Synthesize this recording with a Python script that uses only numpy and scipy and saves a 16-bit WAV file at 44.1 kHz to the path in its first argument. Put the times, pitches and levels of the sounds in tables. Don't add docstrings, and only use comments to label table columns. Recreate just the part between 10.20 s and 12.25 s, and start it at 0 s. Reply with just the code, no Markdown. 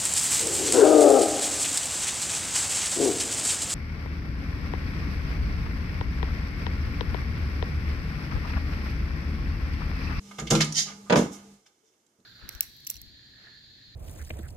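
import sys
import numpy as np
from scipy import signal
from scipy.fft import rfft, irfft, next_fast_len
from scipy.io import wavfile

SR = 44100
rng = np.random.default_rng(int(sys.argv[2]) if len(sys.argv) > 2 else 0)


def generate_wav(sig):
    pcm = np.round(np.clip(np.atleast_2d(sig).T, -1, 1) * 32767).astype(np.int16)
    wavfile.write(sys.argv[1], SR, pcm)


N = 90404

# f/Hz, level/dB
HISS_SPECTRUM = [(40, -19.5), (206, -14.5), (700, -29), (3200, -32.5), (6780, -26.5), (14000, -45.5)]
AIR_SPECTRUM = [(26, -54.5), (45, -25), (300, -11), (382, -9), (650, -18.5), (1540, -22.5), (3560, -35),
                (6490, -22.5), (14000, -36.5)]
# f/Hz, level/dB per half octave, t60/s
ROOM_BANDS = [(99.75, -23, 0.25), (493, -16.5, 0.81), (2030, -7, 0.26), (6140, -9, 0.39), (15200, 11, 0.12)]
PANE_BANDS = [(40, -31.5, 0.33), (115, -37, 0.45), (269, -13, 0.49), (700, -19.5, .15), (1470, -12.5, 0.34),
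              (4000, -23.5, 0.18), (12000, -25, .15)]
FLOOR_BANDS = [(39.5, -45, 0.21), (120, -21, 0.12), (297, -15.5, 0.46), (689.3, -5, 0.11),
               (1498, -9.5, .37), (4030, -4, 0.24), (11880, -13.5, .27)]
# f/Hz, level/dB
PANE_MODES = [(63, -6), (112, -23), (153, -2.5), (165, -8), (200, -11.5), (219, -6), (303, -11.5),
              (322, -8), (348, -14), (471, -4.5), (532, -15), (667, -15.5), (785, -15), (1185, -7.5),
              (1360, -2.5)]
FLOOR_MODES = [(86, -29.5), (196, -12.5), (239, -5), (287, -10), (374, -10), (406, -9.5), (460, -12),
               (473, -2.5), (505, 1.5), (606, -11), (671, -6), (968, 1.5), (1002, -2.5), (1196, -8)]
FRAME_MODES = [(442, 11), (845, 4), (1222, 6)]
# t/s, rise/s, decay/s, level/dB, f/Hz, width/octaves
SCUFFS = [(0, 0.056, 0.72, -55, 4960, 2), (0.109, 0.0059, 0.0031, -41.5, 1300, 1.07),
          (0.181, 0.0081, 0.014, -32, 1550, 1.62), (0.267, 0.0041, 0.012, -35, 2840, 0.83),
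          (0.301, 0.006, 0.022, -18.5, 4440, 3.3), (0.349, 0.0027, 0.032, -29, 2580, 2.1),
          (0.4, 0.0082, 0.015, -21.5, 2660, 0.87), (0.652, 0.036, 0.028, -41.5, 1320, 1.54),
          (0.859, 0.0072, 0.022, -53, 1150, 0.37), (0.953, 0.016, 0.034, -26, 3700, 2.7),
          (1.106, 0.024, 0.029, -40.5, 8380, 1.03), (1.124, 0.016, 0.081, -55, 1080, 1.47),
          (1.456, 0.0061, 0.013, -55.5, 3220, 1.95), (1.625, 0.0034, .015, -67.5, 382.6, 0.17),
          (1.63, 0.034, 0.063, -69.5, 5990, 1.02)]
# f/Hz, level/dB
SLIDE_SPECTRUM = [(300, -33.5), (1500, -21), (2500, -10), (3600, -6.5), (5200, 3), (6600, -2.5), (8000, -7),
                  (11000, -11), (15000, -19.5)]
# t/s, level/dB, f/Hz, width/octaves
CLAW_CLICKS = [(0.198, -27.5, 6300, 0.51), (.3040, -12, 6830, 0.22), (0.307, -16.5, 5176, .8),
               (0.3509, -9, 2500, 0.6), (0.4072, -11, 2595, 1.2), (0.4159, -14, 4203, 1.1),
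               (0.421, -16, 5013, 0.74), (0.444, -22.5, 7000, 0.37), (0.5235, -20.5, 6570, 0.627),
               (0.9018, -19.5, 2391, 0.69), (0.925, -21.5, 4994, 0.84), (0.956, -20.5, 5480, 1.5),
               (0.9577, -16, 1400, 1.2), (1.464, -50, 3800, 1.5), (1.737, -61, 6055, 1.33),
               (1.864, -55.5, 6800, 0.81), (2.001, -60.5, 6000, 1.5)]
# t/s, level/dB, hardness as corner f/Hz
LEAP_BLOWS = [(.187, -36, 1500), (.2216, -27.5, 348), (.3049, -27.5, 1044), (.3136, -22, 696),
              (.3215, -15.5, 788), (.3457, -16.5, 478), (.3577, -30, 567), (.4038, -31.5, 1500)]
# t/s, level/dB, hardness as corner f/Hz
LANDING_BLOWS = [(.898, -34.5, 3100), (.9061, -22.5, 930), (.9231, -25.5, 1882), (.9278, -25.5, 1750),
                 (.9338, -21, 970), (.9581, -26, 1800), (.9648, -16.5, 413), (.9782, -15.5, 293),
                 (.9952, -21, 440), (1.0213, -21.5, 326.5), (1.0597, -32, 340), (1.108, -38.5, 233.7),
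                 (1.988, -60, 220), (1.997, -56.5, 180)]
# f/Hz, gain/dB
MIC_RESPONSE = [(30, 2), (5000, -1.5), (7100, 0.5), (7900, -8.5), (10000, -12), (15000, -24.5)]
# f/Hz, left minus right/dB
MIC_BALANCE = [(150, -0.5), (500, 0), (1000, -3), (2500, -4.5), (5500, -2.5), (10000, -7.5)]

TIME_S = np.arange(N) / SR
SPLIT_LR = np.array([[.5], [-.5]])


def amp(db):
    return 10 ** (np.asarray(db) / 20)


def unit(x):
    return x / np.sqrt(np.mean(x ** 2))


def lookup(table, hz, column=1):
    rows = np.array(table, float)
    return np.interp(np.log(hz), np.log(rows[:, 0]), rows[:, column])


def shape(x, gain):
    size = next_fast_len(N + N // 8)
    hz = np.maximum(np.fft.rfftfreq(size, 1 / SR), 1)
    return irfft(rfft(x, size) * gain(hz), size)[..., :N]


def band(x, hz, octaves):
    return shape(x, lambda f: 1 / (1 + (np.log2(f / hz) / octaves) ** 2))


def convolve(x, response):
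    return signal.fftconvolve(np.atleast_2d(x), response, axes=-1)[:, :N]


def since(start_s):
    return np.maximum(TIME_S - start_s, 0)


def swell(start_s, rise_s, decay_s):
    age_s = since(start_s)
    return np.minimum(age_s / rise_s, 1) * np.exp(-np.maximum(age_s - rise_s, 0) / decay_s)


def diffuse(gain, unrelated_hz=1080):
    mid, side = rng.standard_normal((2, N))
    angle = lambda f: np.pi / 4 * np.minimum(f / unrelated_hz, 1)
    mid = shape(mid, lambda f: gain(f) * np.cos(angle(f)))
    side = shape(side, lambda f: gain(f) * np.sin(angle(f)))
    return np.array([mid + side, mid - side])


def dense_ring(bands, build_cycles=.7):
    ring, noise = 0, diffuse(np.ones_like)
    for hz in 40 * 2 ** np.arange(0, 9, .5):
        part = shape(noise, lambda f: np.cos(np.pi * np.clip(np.log2(f / hz), -.5, .5)) ** 2)
        build_up = np.minimum(TIME_S * hz / build_cycles, 1)
        decay = np.exp(-np.log(1000) * TIME_S / lookup(bands, hz, column=2))
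        ring = ring + amp(lookup(bands, hz)) * unit(part) * build_up * decay
    return ring


def door_frame(x, width_hz=24):
    return shape(x, lambda f: 1 + sum(amp(db) / (1 + 2j * (f - hz) / width_hz) for hz, db in FRAME_MODES))


def still_air(level_db=-72):
    return amp(level_db) * unit(diffuse(lambda f: amp(lookup(AIR_SPECTRUM, f))))


def hum_and_hiss(hum_hz=200.4, hum_db=-47.5, hiss_db=-55.5, stop_s=1.34, sag_db_per_s=8):
    hum_fade_s, hiss_fade_s = .028, .06
    waver_db = 0.57 * unit(band(rng.standard_normal(N), hz=2.4, octaves=.5))
    hum = amp(hum_db + waver_db) * np.sin(2 * np.pi * hum_hz * TIME_S)
    hiss = amp(hiss_db) * unit(door_frame(diffuse(lambda f: amp(lookup(HISS_SPECTRUM, f)))))
    hum *= np.exp(-since(stop_s) / hum_fade_s)
    hiss *= np.exp(-since(stop_s) / hiss_fade_s)
    return (hum + hiss) * amp(-sag_db_per_s * since(1.0))


def room(x, tail_db=-8):
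    tail = dense_ring(ROOM_BANDS) * np.minimum(since(0.0012) / 0.012, 1)
    return x + convolve(x, amp(tail_db) * unit(tail) / np.sqrt(N))


def recess(x, direct_db=-4, early_db=1.5):
    early = diffuse(np.ones_like) * swell(0, rise_s=0.00033, decay_s=.008)
    return amp(direct_db) * x + convolve(x, amp(early_db) * unit(early) / np.sqrt(N))


def friction(grains_per_s=14000, scatter_db=2):
    caught = rng.random(N) < grains_per_s / SR
    grains = caught * rng.standard_normal(N)
    return grains * amp(scatter_db * np.minimum(rng.exponential(size=N), 4))


def scuffs():
    rubs = 0
    for start_s, rise_s, decay_s, db, hz, octaves in SCUFFS:
        rubs = rubs + amp(db) * swell(start_s, rise_s, decay_s) * unit(band(friction(), hz, octaves))
    return door_frame(rubs)


def paw_slide(level_db=-20.5):
    rub = unit(shape(friction(), lambda f: amp(lookup(SLIDE_SPECTRUM, f))))
    return amp(level_db) * rub * swell(start_s=0.5389, rise_s=0.045, decay_s=0.028)


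def claws():
    clicks = 0
    for start_s, db, hz, octaves in CLAW_CLICKS:
        crack = amp(db) * unit(band(rng.standard_normal(N), hz, octaves))
        clicks = clicks + recess(crack * swell(start_s, rise_s=0.00078, decay_s=0.0015))
    return clicks


def padded_force(blows):
    force = 0
    for start_s, db, corner_hz in blows:
        age = 2 * np.pi * corner_hz * since(start_s)
        push = age * np.exp(-age)
        force = force + amp(db) * push / push.sum()
    return force


def panel_thumps(blows, modes, bands, t60_at_200hz_s, radiation_hz=133, knock_db=11, knock_s=0.0069):
    mic_lag_s, damping_slope = 0.00014, 0.45
    ring = 0
    for k, (hz, db) in enumerate(modes):
        lag_s = (-1) ** k * mic_lag_s * SPLIT_LR
        damping_per_s = np.log(1000) / t60_at_200hz_s * (hz / 200) ** damping_slope
        ring = ring + amp(db) * np.sin(2 * np.pi * hz * (TIME_S + lag_s)) * np.exp(-damping_per_s * TIME_S)
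    ring = signal.sosfilt(signal.butter(1, radiation_hz, "high", fs=SR, output="sos"), ring)
    knock = 1 + amp(knock_db) * np.exp(-TIME_S / knock_s)
    return convolve(padded_force(blows), ring + dense_ring(bands) * knock)


def scene():
    scrapes = room(claws() + recess(scuffs()) + recess(paw_slide()))
    leap = panel_thumps(LEAP_BLOWS, PANE_MODES, PANE_BANDS, t60_at_200hz_s=0.51)
    landing = panel_thumps(LANDING_BLOWS, FLOOR_MODES, FLOOR_BANDS, t60_at_200hz_s=.31)
    cat = shape(leap + landing + scrapes, lambda f: amp(lookup(MIC_RESPONSE, f)))
    return hum_and_hiss() + still_air() + cat


def record(dry):
    peak_limit, low_cut_hz, high_cut_hz = .8, 33, 14900
    heard = shape(dry, lambda f: amp(SPLIT_LR * lookup(MIC_BALANCE, f)))
    heard = peak_limit * np.tanh(heard / peak_limit)
    heard = signal.sosfilt(signal.butter(4, low_cut_hz, "high", fs=SR, output="sos"), heard)
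    return signal.sosfilt(signal.ellip(12, .2, 70, high_cut_hz, fs=SR, output="sos"), heard)


dry = scene()
out = record(dry)
generate_wav(out)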